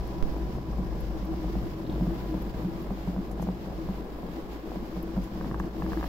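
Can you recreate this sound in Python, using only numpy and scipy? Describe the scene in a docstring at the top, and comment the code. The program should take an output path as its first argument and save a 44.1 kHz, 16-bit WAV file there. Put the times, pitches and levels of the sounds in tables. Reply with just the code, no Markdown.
"""3D printer, close overhead

Microphones just above the cabinet, where a fast printer fills in a small part. Short strokes of the
head shake the frame, panel and gantry; the steppers chirp and the carriages rumble on their rails.
Fans hum and hiss throughout. Filament ticks, one pop of pressure lands on the right, hard reversals
knock and loose wiring clicks. Near the end the head zigzags tightly and the thuds turn to clacks."""
import sys
import numpy as np
from scipy import signal
from scipy.fft import rfft, irfft
from scipy.io import wavfile
from scipy.ndimage import uniform_filter1d

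SR = 44100
rng = np.random.default_rng(int(sys.argv[2]) if len(sys.argv) > 2 else 0)


def to_wav(s):
    """Save 16-bit WAV."""
    ch = np.atleast_2d(s).T  # columns
    pcm = np.round(np.clip(ch, -1, 1) * 32767)  # PCM
    wavfile.write(sys.argv[1], SR, pcm.astype(np.int16))


N = 268128
TIME = np.arange(N) / SR
FREQS = np.maximum(np.fft.rfftfreq(N, 1 / SR), 1)
ZIGZAG_FROM_S = 5.3

# Levels in the tables are relative: each source adds its own gain.
# how hard the head is thrown about, easing over small details: time_s, effort_db
EFFORT = [(0.0, -5), (0.7, -1.5), (1.25, -4), (1.7, 0.5), (2.0, 3), (2.25, -2.5), (2.6, 0.5), (3.1, -4.5),
          (3.45, -1.5), (3.9, -3.5), (4.1, -8.5), (4.6, -9.5), (4.8, -7.5), (5.4, -1.5), (6.08, -3.5)]
# the head slows between runs of strokes: centre_s, length_s, depth_db
LULLS = [(0.067, 0.024, 8), (0.647, 0.081, 15), (1.385, 0.044, 3), (1.746, 0.07, 10), (1.86, 0.044, 16),
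         (2.21, 0.2, 0), (2.528, 0.024, 16), (2.794, 0.19, 2), (2.996, 0.087, 4), (3.325, 0.1, 3),
         (3.57, 0.12, 6), (4.19, 0.035, 1), (4.623, 0.049, 12), (4.9, 0.1, 6), (5.285, 0.072, 15),
         (5.714, 0.065, 14)]
# hard thrusts that rock the whole frame: centre_s, length_s, level_db
THRUSTS = [(0.008, 0.019, -23.5), (0.097, .044, -46), (0.366, .05, -42), (0.471, 0.063, -36),
           (0.574, .06, -42), (0.736, 0.091, -34), (0.829, .045, -35), (0.929, 0.069, -32),
           (1.035, .06, -34), (1.111, .055, -26.5), (1.252, 0.073, -30), (1.324, .055, -33),
           (1.464, 0.062, -27), (1.568, 0.0774, -29), (1.912, .044, -33.5), (1.989, 0.085, -26),
           (2.093, 0.04, -32.5), (2.348, 0.076, -29.5), (2.44, .06, -32), (2.651, .06, -47),
           (2.909, .052, -32), (3.075, .059, -33.5), (3.148, 0.058, -31), (3.473, 0.06, -40),
           (3.761, .06, -38), (3.889, .062, -32), (4.76, 0.068, -39), (4.958, 0.05, -36),
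           (5.096, .053, -36.5), (5.189, 0.13, -33), (5.577, 0.079, -31), (5.75, 0.13, -36.5),
           (5.892, .08, -31), (5.999, 0.13, -32)]
# the microphones start where the frame sways most, then move off: time_s, boost_db
NEAR_FRAME = [(1.0, 4.5), (1.9, 0)]
# rumble from the rails: time_s, level_db
RAIL_LEVEL = [(0.0, 1.5), (0.55, 1), (0.65, 0), (0.8, 0), (2.0, 0.5), (2.8, 0), (3.7, -1), (3.98, 0),
              (4.1, -0.5), (5.3, 0.5), (6.08, 1.5)]
# spectrum of rails and motors: frequency_hz, level_db
RAIL_SPECTRUM = [(20, 7.5), (45, -16), (85, -23), (135, -2), (230, 4.5), (370, 2.5), (430, -0.5), (600, -4),
                 (830, -6), (920, -10.5), (1060, -9.5), (1300, -17.5), (1750, -22), (2600, -42)]
# likeness of the two microphones: frequency_hz, correlation
MIC_LIKENESS = [(40, 0.87), (160, 0.78), (330, 0.98), (700, 0.62), (1400, 0), (2800, 0.092), (16000, 0)]
# air from the fans: time_s, flow_db
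AIRFLOW = [(0.0, 1), (1.0, 0.5), (2.15, 3), (3.3, 0.5), (3.85, 1.5), (4.05, 0), (4.7, 1), (5.7, 1.5),
           (6.0, 5)]
# spectrum of the rushing air: frequency_hz, level_db
RUSH_SPECTRUM = [(300, 7.5), (1200, 7.5), (2200, 4), (3200, 2), (4100, -0.5), (5100, -2), (6000, -10),
                 (6700, -8), (7700, -11), (8900, -27), (9900, -52), (15500, -37)]
# spectrum of the fine hiss: frequency_hz, level_db
HISS_SPECTRUM = [(8500, -35), (10000, -5.5), (11300, 1), (12500, 6), (14800, 5.5), (16000, 2.5)]
# the cooling duct's jet, turned towards and away from the microphones: time_s, level_db
JET_LEVEL = [(0.0, -62), (0.4, -63.5), (1.45, -63), (1.8, -65.5), (3.5, -70.5), (3.82, -63), (4.05, -79),
             (4.9, -66), (6.0, -64)]
# blade tone of the part-cooling fan, which turns away as the head moves: time_s, level_db
BLADE_LEVEL = [(0.0, -57), (0.7, -57.5), (1.1, -60), (1.9, -60.5), (2.2, -57), (2.8, -59), (3.6, -67),
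               (3.9, -62), (4.6, -63), (5.7, -70), (6.08, -67)]
# fan and motor driver tones: pitch_hz, level_db
THIN_TONES = [(500, -63), (728, -66), (1100, -66), (1201, -70), (1664, -69), (2000, -80), (2100, -75),
              (2200, -77), (13001, -89), (13501, -87), (13701, -89)]
# ticks of filament and cable sleeve: start_s, level_db, relative_rasp_db, t60_s, centre_hz
TICKS = [(0.075, -50.5, -17, 0.021, 11100), (1.005, -44.5, -20, 0.025, 11980),
         (1.251, -48, -13, 0.018, 12600), (2.4198, -51, -18, 0.036, 12800), (2.6344, -61, -14, 0.04, 12700),
         (2.8219, -55, -17, 0.042, 12710), (3.312, -59, 4, 0.083, 11200), (3.417, -54, 2, 0.058, 11600),
         (3.423, -57.5, 7.5, 0.1, 12400), (5.0269, -38, -25, 0.015, 13900), (5.233, -58.5, 7, 0.072, 11400),
         (5.5947, -57, 7.5, 0.048, 13120)]
# quick passes that make the gantry sing: centre_s, length_s, level_db, step_rate_hz
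PASSES = [(0.166, .041, -38.5, 332), (0.407, .044, -37, 329), (0.517, 0.085, -40.5, 326.5),
          (0.695, .044, -39, 314.3), (0.766, 0.07, -44, 326), (1.158, 0.05, -35, 314.7),
          (1.3, .055, -30, 321), (1.387, .041, -36, 326), (1.43, 0.043, -34, 313),
          (1.496, 0.035, -34.5, 330.6), (1.555, 0.041, -36.5, 330.3), (1.606, 0.035, -36, 329.8),
          (1.678, .035, -38, 329), (1.799, .07, -33.5, 323.6), (1.895, 0.046, -35.5, 315.5),
          (2.058, .07, -35, 318.7), (2.132, 0.045, -30.5, 331), (2.341, 0.058, -32, 320.2),
          (2.465, .07, -44.5, 330), (2.603, 0.051, -38, 329), (2.687, .07, -40, 323.2),
          (2.76, 0.077, -41.5, 334.5), (2.83, 0.064, -40, 330.2), (3.143, 0.054, -42, 316),
          (3.448, 0.087, -45, 325.6), (3.806, .051, -35.5, 330.5), (4.39, .041, -41, 336),
          (4.648, 0.029, -36.5, 323.3), (4.713, .03, -39, 323.6), (4.749, 0.04, -35.5, 332),
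          (4.824, 0.035, -36.5, 333), (4.859, .028, -37, 326), (4.949, 0.041, -35, 329),
          (5.007, .03, -37, 320), (5.041, 0.029, -34.5, 337.6), (5.112, 0.037, -38.5, 330.5),
          (5.35, .05, -37.5, 330), (5.425, 0.042, -38, 313.3), (5.533, 0.048, -38, 323.4),
          (5.66, 0.037, -36, 333.4), (5.786, .052, -35.5, 323.8), (5.89, 0.068, -34, 326),
          (5.978, 0.025, -30.5, 327.3)]
# reversals that take up slack: start_s, blow_db, boom_db
KNOCKS = [(0.365, -35.5, -44), (0.584, -33.5, -50), (0.784, -41, -17), (1.221, -60, -20.5),
          (1.339, -38, -27.5), (1.4437, -37, -25), (1.554, -35.5, -19.5), (1.9263, -40, -21.5),
          (2.01, -34, -12.5), (2.0688, -34.5, -15.5), (2.106, -38, -43), (2.3414, -34.5, -16),
          (2.647, -40, -18), (2.906, -32.5, -17.5), (3.075, -35, -17), (3.1633, -34, -21),
          (3.179, -40, -20), (3.397, -31.5, -20), (3.426, -31, -18), (3.4716, -33, -19),
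          (3.488, -29.5, -22), (3.699, -43, -31), (3.888, -33.5, -19.5), (4.231, -35.5, -23),
          (4.287, -35.5, -31.5), (4.7178, -34, -37), (4.759, -33.5, -23.5), (4.965, -36.5, -22),
          (5.1673, -31.5, -14.5), (5.1765, -36, -24), (5.411, -30.5, -35), (5.4449, -33.5, -40),
          (5.513, -31, -43), (5.544, -27, -30), (5.6, -24, -28), (5.638, -39, -21.5), (5.822, -28, -25),
          (5.8635, -30.5, -40), (5.9195, -31, -39), (5.9324, -26.5, -41), (5.973, -30, -50),
          (6.0106, -31, -50), (6.0287, -27, -42), (6.0416, -28, -32)]
# modes of the gantry at the end of an open stroke: pitch_hz, t60_s, level_db
THUD_MODES = [(333, 0.064, 2), (502, 0.026, 1), (630, 0.017, 6.5), (758, 0.014, 4), (973, 0.019, -2.5),
              (1360, 0.011, -5.5), (1660, .012, -12)]
# modes of the booming panel: pitch_hz, t60_s, level_db
PANEL_MODES = [(154, 0.048, -12.5), (184.3, 0.1, 0.5), (265, 0.064, -8.5)]
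# modes of the carriage in the tight zigzag: pitch_hz, t60_s, level_db
CLACK_MODES = [(345, .04, -1), (570, .014, -2.5), (770, .016, -1), (995, .02, 1), (1150, .014, 1),
               (1675, .015, 0), (2700, .014, -3)]
# loose wiring on the head: start_s, peak_db
WIRING_CLICKS = [(1.852, -51), (1.866, -45), (1.897, -43), (1.9231, -46), (1.95, -48)]

# how each part follows effort (the air follows flow): base_db, db_per_db, lull_share
FRAME_DRIVE, SHUDDER_DRIVE = (-36.5, .55, .58), (-41.5, 1.65, .22)
PANEL_DRIVE, GANTRY_DRIVE, RAIL_DRIVE = (-41, .92, .79), (-44, .7, .4), (-44.5, .086, .26)
RUSH_DRIVE, HISS_DRIVE = (-60.5, .83, .17), (-69, 1.24, .23)


def undb(db):
    """Decibels to gain."""
    return 10 ** (np.asarray(db) / 20)


def unit(x):
    """Scale to rms 1."""
    return x / np.sqrt(np.mean(x ** 2))


def curve(table, column=1):
    """One column of a timed table, with a value for every sample."""
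    columns = np.transpose(table)
    return np.interp(TIME, columns[0], columns[column])


def across(points):
    """Join (frequency_hz, value) points on a log-frequency axis."""
    hz, value = np.transpose(points)
    return np.interp(np.log(FREQS), np.log(hz), value)


def colour(x, spectrum):
    """Filter a sound by a spectrum, at rms 1."""
    return unit(irfft(rfft(x) * undb(across(spectrum)), N))


def resonate(x, hz, width_hz):
    """A two-pole resonance."""
    return signal.lfilter(*signal.iirpeak(hz, hz / width_hz, fs=SR), x)


def lowpass(x, hz, order):
    """A causal low-pass."""
    return signal.sosfilt(signal.butter(order, hz, fs=SR, output="sos"), x)


def wander(rate_hz):
    """Smooth random drift with a spread near 1."""
    hold = int(SR / rate_hz)
    steps = np.repeat(rng.standard_normal(N // hold + 1), hold)
    return 1.3 * uniform_filter1d(steps, hold)[:N]


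def glide(hz):
    """A sine of rms 1 that follows a pitch."""
    return np.sqrt(2) * np.sin(2 * np.pi * np.cumsum(hz) / SR)


def pan(left_db):
    """Channel gains that put the left microphone left_db above the right."""
    return undb(np.array([[left_db], [-left_db]]) / 2)


def add(track, start_s, sound):
    """Mix a sound in at start_s."""
    i = max(int(start_s * SR), 0)
    track[i:i + len(sound)] += sound[:N - i]


def swell(centre_s, length_s):
    """A smooth rise and fall, 1 at its top and length_s wide at half height."""
    return np.exp(-np.log(2) * np.minimum((2 * (TIME - centre_s) / length_s) ** 2, 50))


def surges(rows):
    """Strength of a run of swells, summed in power."""
    return np.sqrt(sum((undb(db) * swell(s, length_s)) ** 2 for s, length_s, db, *_ in rows))


def driven(drive, control_db, lull_db):
    """Level in dB of a part that follows a control and sinks in the lulls."""
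    base_db, db_per_db, lull_share = drive
    return base_db + db_per_db * control_db - lull_share * lull_db


def head_strokes(stroke_s=.045, scatter=.45, count=400):
    """The head speeds up and brakes along each short line: its relative speed, and a jerk at each turn."""
    chance = rng.standard_normal((count, 3))
    turns_s = np.cumsum(stroke_s * np.exp(scatter * chance[:, 0]))
    progress = np.interp(TIME, np.r_[0, turns_s], np.arange(count + 1))
    stroke = progress.astype(int)
    cruise = np.exp(.25 * chance[:, 1])[np.minimum(stroke, count - 1)]
    speed = cruise * np.minimum(1.4 * np.abs(np.sin(np.pi * progress)), 1)
    jerks = np.diff(stroke, prepend=0) * cruise * (-1.) ** stroke
    return speed, jerks


def shaken(jerks, hz, width_hz, rough, even_s):
    """Jerks and rolling roughness keep one resonance ringing at an even strength."""
    push = unit(jerks) + rough * rng.standard_normal(N)
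    swing = resonate(resonate(push, hz, width_hz), hz, 2 * width_hz)
    return swing / np.sqrt(uniform_filter1d(swing ** 2, int(even_s * SR)) + 1e-12)


def frame_sway(jerks, frame_db, shudder_db, mode_hz=55, shudder_hz=132):
    """The heavy frame hums at its lowest mode, heaves and twists a little; its joints shudder."""
    strength = np.hypot(undb(frame_db - 3), undb(-1.5) * surges(THRUSTS))
    hum = strength * glide(mode_hz * (1 + .062 * wander(16)))
    loose = shaken(jerks, mode_hz, width_hz=13, rough=.87, even_s=.11) * undb(frame_db - 7)
    rocking = signal.sosfiltfilt(signal.butter(6, 68, fs=SR, output="sos"), hum + loose)
    shudder = unit(resonate(resonate(rng.standard_normal(N), shudder_hz, 71), shudder_hz, 90))
    rumble = lowpass(rng.standard_normal((2, N)), 68.4, order=4)
    heave, twist = unit(resonate(rumble, hz=40.7, width_hz=15.6))
    feet = undb(-7) * heave + undb(-9) * twist * np.array([[1], [-1]])
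    return rocking * pan(2.2) + undb(shudder_db) * shudder + undb(frame_db) * feet


def panel_drone(jerks, level_db, zigzag_db=4.5):
    """The strokes keep a cabinet panel ringing, harder in the tight zigzag."""
    zigzag = uniform_filter1d(1. * (TIME > ZIGZAG_FROM_S), SR // 20)
    ringing = shaken(jerks, hz=187, width_hz=26, rough=.86, even_s=.072)
    return ringing * undb(level_db + zigzag_db * zigzag)


def gantry_drone(jerks, level_db):
    """The same strokes ring the gantry, higher in pitch than the panel."""
    return shaken(jerks, hz=326, width_hz=20, rough=.61, even_s=.068) * undb(level_db)


def rails(speed):
    """Bearing balls and belt teeth patter, louder in the middle of a stroke."""
    patter = rng.standard_normal(N) * undb(2 * wander(350)) * (1 + .25 * speed)
    return colour(patter, RAIL_SPECTRUM)


def steppers(speed, step_hz=430, overtone_db=-5):
    """Each of two motors sings at its step rate, so every stroke is a short chirp."""
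    chirps = 0
    for share in (1, np.exp(.25 * wander(12))):
        phase = 2 * np.pi * np.cumsum(step_hz * speed * share) / SR
        chirps += sum(undb(overtone_db * k) * np.sin((k + 1) * phase) for k in range(4))
    return colour(chirps, RAIL_SPECTRUM)


def cabinet_scatter(x, t60_s=.11):
    """Close walls scatter the sound: bass stays alike at both microphones, treble does not."""
    t = TIME[:SR // 8]
    echoes = rfft(rng.standard_normal(len(t)) * undb(-60 * t / t60_s), N)
    alike = across(MIC_LIKENESS)
    mid = irfft(rfft(x) * np.sqrt((1 + alike) / 2), N)
    side = irfft(rfft(x) * np.exp(1j * np.angle(echoes)) * np.sqrt((1 - alike) / 2), N)
    return np.array([mid + side, mid - side])


def thin_tone(hz, level_db, waver_hz=3):
    """A fan or motor driver tone that wavers in pitch and strength."""
    return undb(level_db + 1.8 * wander(9.7)) * glide(hz + waver_hz * wander(14))


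def fans(lull_db, jet_hz=5150, blade_hz=989):
    """Rushing air, a jet from the cooling duct, a fine hiss on the left and thin tones."""
    flow_db = curve(AIRFLOW)
    gust_db = 1.1 * wander(18) + .8 * wander(150)
    rush = colour(rng.standard_normal((2, N)), RUSH_SPECTRUM)
    rush *= undb(driven(RUSH_DRIVE, flow_db, lull_db) + 7)
    jet = unit(resonate(resonate(rng.standard_normal((2, N)), jet_hz, 1700), jet_hz, 1700))
    jet *= undb(curve(JET_LEVEL) - .25 * lull_db - 1)
    hiss = colour(rng.standard_normal((2, N)), HISS_SPECTRUM)
    hiss *= undb(driven(HISS_DRIVE, flow_db, lull_db) + 2.5) * pan(10.2)
    blade = thin_tone(blade_hz, curve(BLADE_LEVEL), waver_hz=4) * pan(2)
    tones = np.array([sum(thin_tone(hz, db) for hz, db in THIN_TONES) for _ in range(2)])
    return (rush + jet + hiss) * undb(gust_db) + blade + tones


def filament_ticks(rise_s=.001, width_hz=2600):
    """Filament and cable sleeve make small bright scrapes on the left, each at its own pitch."""
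    out, t = np.zeros(N), TIME[:SR // 8]
    for start_s, level_db, rasp_db, t60_s, hz in TICKS:
        noise = rng.standard_normal((2, len(t)))
        bright = unit(resonate(resonate(noise[0], hz, width_hz), hz, width_hz))
        rasp = undb(rasp_db - 5) * unit(resonate(noise[1], hz=6000, width_hz=1800))
        envelope = (1 - np.exp(-t / rise_s)) * undb(-60 * t / t60_s)
        add(out, start_s, undb(level_db - 2.5) * (bright + rasp) * envelope)
    return out * pan(15)


def gantry_song(sag=.03):
    """The gantry sings at the step rate, which sits lower while the head speeds up and brakes."""
    cruising = np.minimum(sum(swell(s, length_s) for s, length_s, *_ in PASSES), 1)
    step_hz = curve(PASSES, column=3) * (1 + sag * (cruising - .8) + .008 * wander(30))
    return undb(-1) * surges(PASSES) * glide(step_hz)


def pressure_pop(start_s=.2265, decay_s=.05, swing_hz=7):
    """A pop of pressure with a sharp front, mostly on the right microphone."""
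    out, t = np.zeros(N), TIME[:SR // 4]
    front = 1 - (1 - undb(-5)) * np.exp(-t / .00048)
    add(out, start_s, undb(-19) * front * np.exp(-t / decay_s) * np.cos(2 * np.pi * swing_hz * t))
    out -= resonate(out, hz=8700, width_hz=4400)  # the microphone is deaf near 9 kHz
    return lowpass(out, 14000, order=1) * np.array([[.15], [1.9]])


def struck(modes, t, scatter):
    """The modes of one part ring down, a little different in pitch and strength at every blow."""
    hz, t60_s, level_db = np.transpose(modes)[:, :, None]
    stray_db, detune = rng.standard_normal((2, len(hz), 1))
    sines = np.sin(2 * np.pi * hz * (1 + scatter * detune) * t)
    return np.sum(sines * undb(level_db + stray_db - 60 * t / t60_s), axis=0)


def near_walls(x, wet_db, right_lag_samples=0, t60_s=.018):
    """The direct sound reaches the microphones; close walls answer a moment later."""
    t = TIME[:SR // 8]
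    tail = rng.standard_normal((2, len(t))) * undb(-60 * t / t60_s) * (t > .002)
    tail /= np.sqrt(np.sum(tail ** 2, axis=1, keepdims=True))
    direct = np.array([x, np.roll(x, right_lag_samples)])
    return direct + undb(wet_db) * signal.fftconvolve(x[None], tail, axes=1)[:, :N]


def reversal_knocks(radiate_hz=330, boom_rise_s=.013):
    """A hard reversal takes up slack: the gantry thuds or the carriage clacks, then the panel booms."""
    blows, booms, t = np.zeros(N), np.zeros(N), TIME[:SR // 4]
    for start_s, blow_db, boom_db in KNOCKS:
        if start_s > ZIGZAG_FROM_S:
            modes, top_hz, gain_db = CLACK_MODES, 1950, 4.5
        else:  # a long open stroke lands duller and harder
            modes, top_hz, gain_db = THUD_MODES, 1250, 7
        blow = lowpass(struck(modes, t, scatter=.022), top_hz, order=4)  # plastic and rubber cushion it
        blow -= lowpass(blow, radiate_hz, order=1)  # small parts radiate little bass
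        add(blows, start_s, undb(blow_db + gain_db) * blow / np.abs(blow).max())
        boom = struck(PANEL_MODES, t, scatter=.014) * (1 - np.exp(-t / boom_rise_s))
        add(booms, start_s, undb(boom_db + 4) * boom)
    return near_walls(blows, wet_db=-9.5, right_lag_samples=5) + booms


def wiring_clicks(band_hz=(2820, 4220), t60_s=.028):
    """Small plastic parts of the loose wiring tap together and ring for an instant."""
    out, t = np.zeros(N), TIME[:SR // 20]
    band = signal.butter(3, band_hz, "bandpass", fs=SR, output="sos")
    for start_s, peak_db in WIRING_CLICKS:
        tap = signal.sosfilt(band, rng.standard_normal(len(t)) * undb(-60 * t / t60_s))
        add(out, start_s, undb(peak_db) * tap / np.abs(tap).max())
    return near_walls(out, wet_db=-11)


def scene():
    """From just above the cabinet: one motion drives frame, panel, motors and rails, over the fans."""
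    effort_db, near_db = curve(EFFORT), curve(NEAR_FRAME)
    lull_db = sum(depth_db * swell(s, length_s) for s, length_s, depth_db in LULLS)
    speed, jerks = head_strokes()
    panel = panel_drone(jerks, driven(PANEL_DRIVE, effort_db, lull_db))
    gantry = gantry_drone(jerks, driven(GANTRY_DRIVE, effort_db, lull_db)) + gantry_song()
    travel = undb(5.5) * rails(speed) + undb(-4) * steppers(speed)
    travel *= undb(driven(RAIL_DRIVE, effort_db, lull_db) + curve(RAIL_LEVEL))
    frame_db = driven(FRAME_DRIVE, effort_db, lull_db) + near_db
    shudder_db = driven(SHUDDER_DRIVE, effort_db, lull_db) + near_db
    body = frame_sway(jerks, frame_db, shudder_db) + panel * pan(-.4) + gantry * pan(3.5)
    bed = body + fans(lull_db) + cabinet_scatter(travel)
    return bed + reversal_knocks() + filament_ticks() + wiring_clicks() + pressure_pop()


def record(dry):
    """The recorder cuts the top steeply at 15.75 kHz."""
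    return signal.sosfilt(signal.ellip(10, .2, 80, 15750, fs=SR, output="sos"), dry)


dry = scene()
out = record(dry)
to_wav(out)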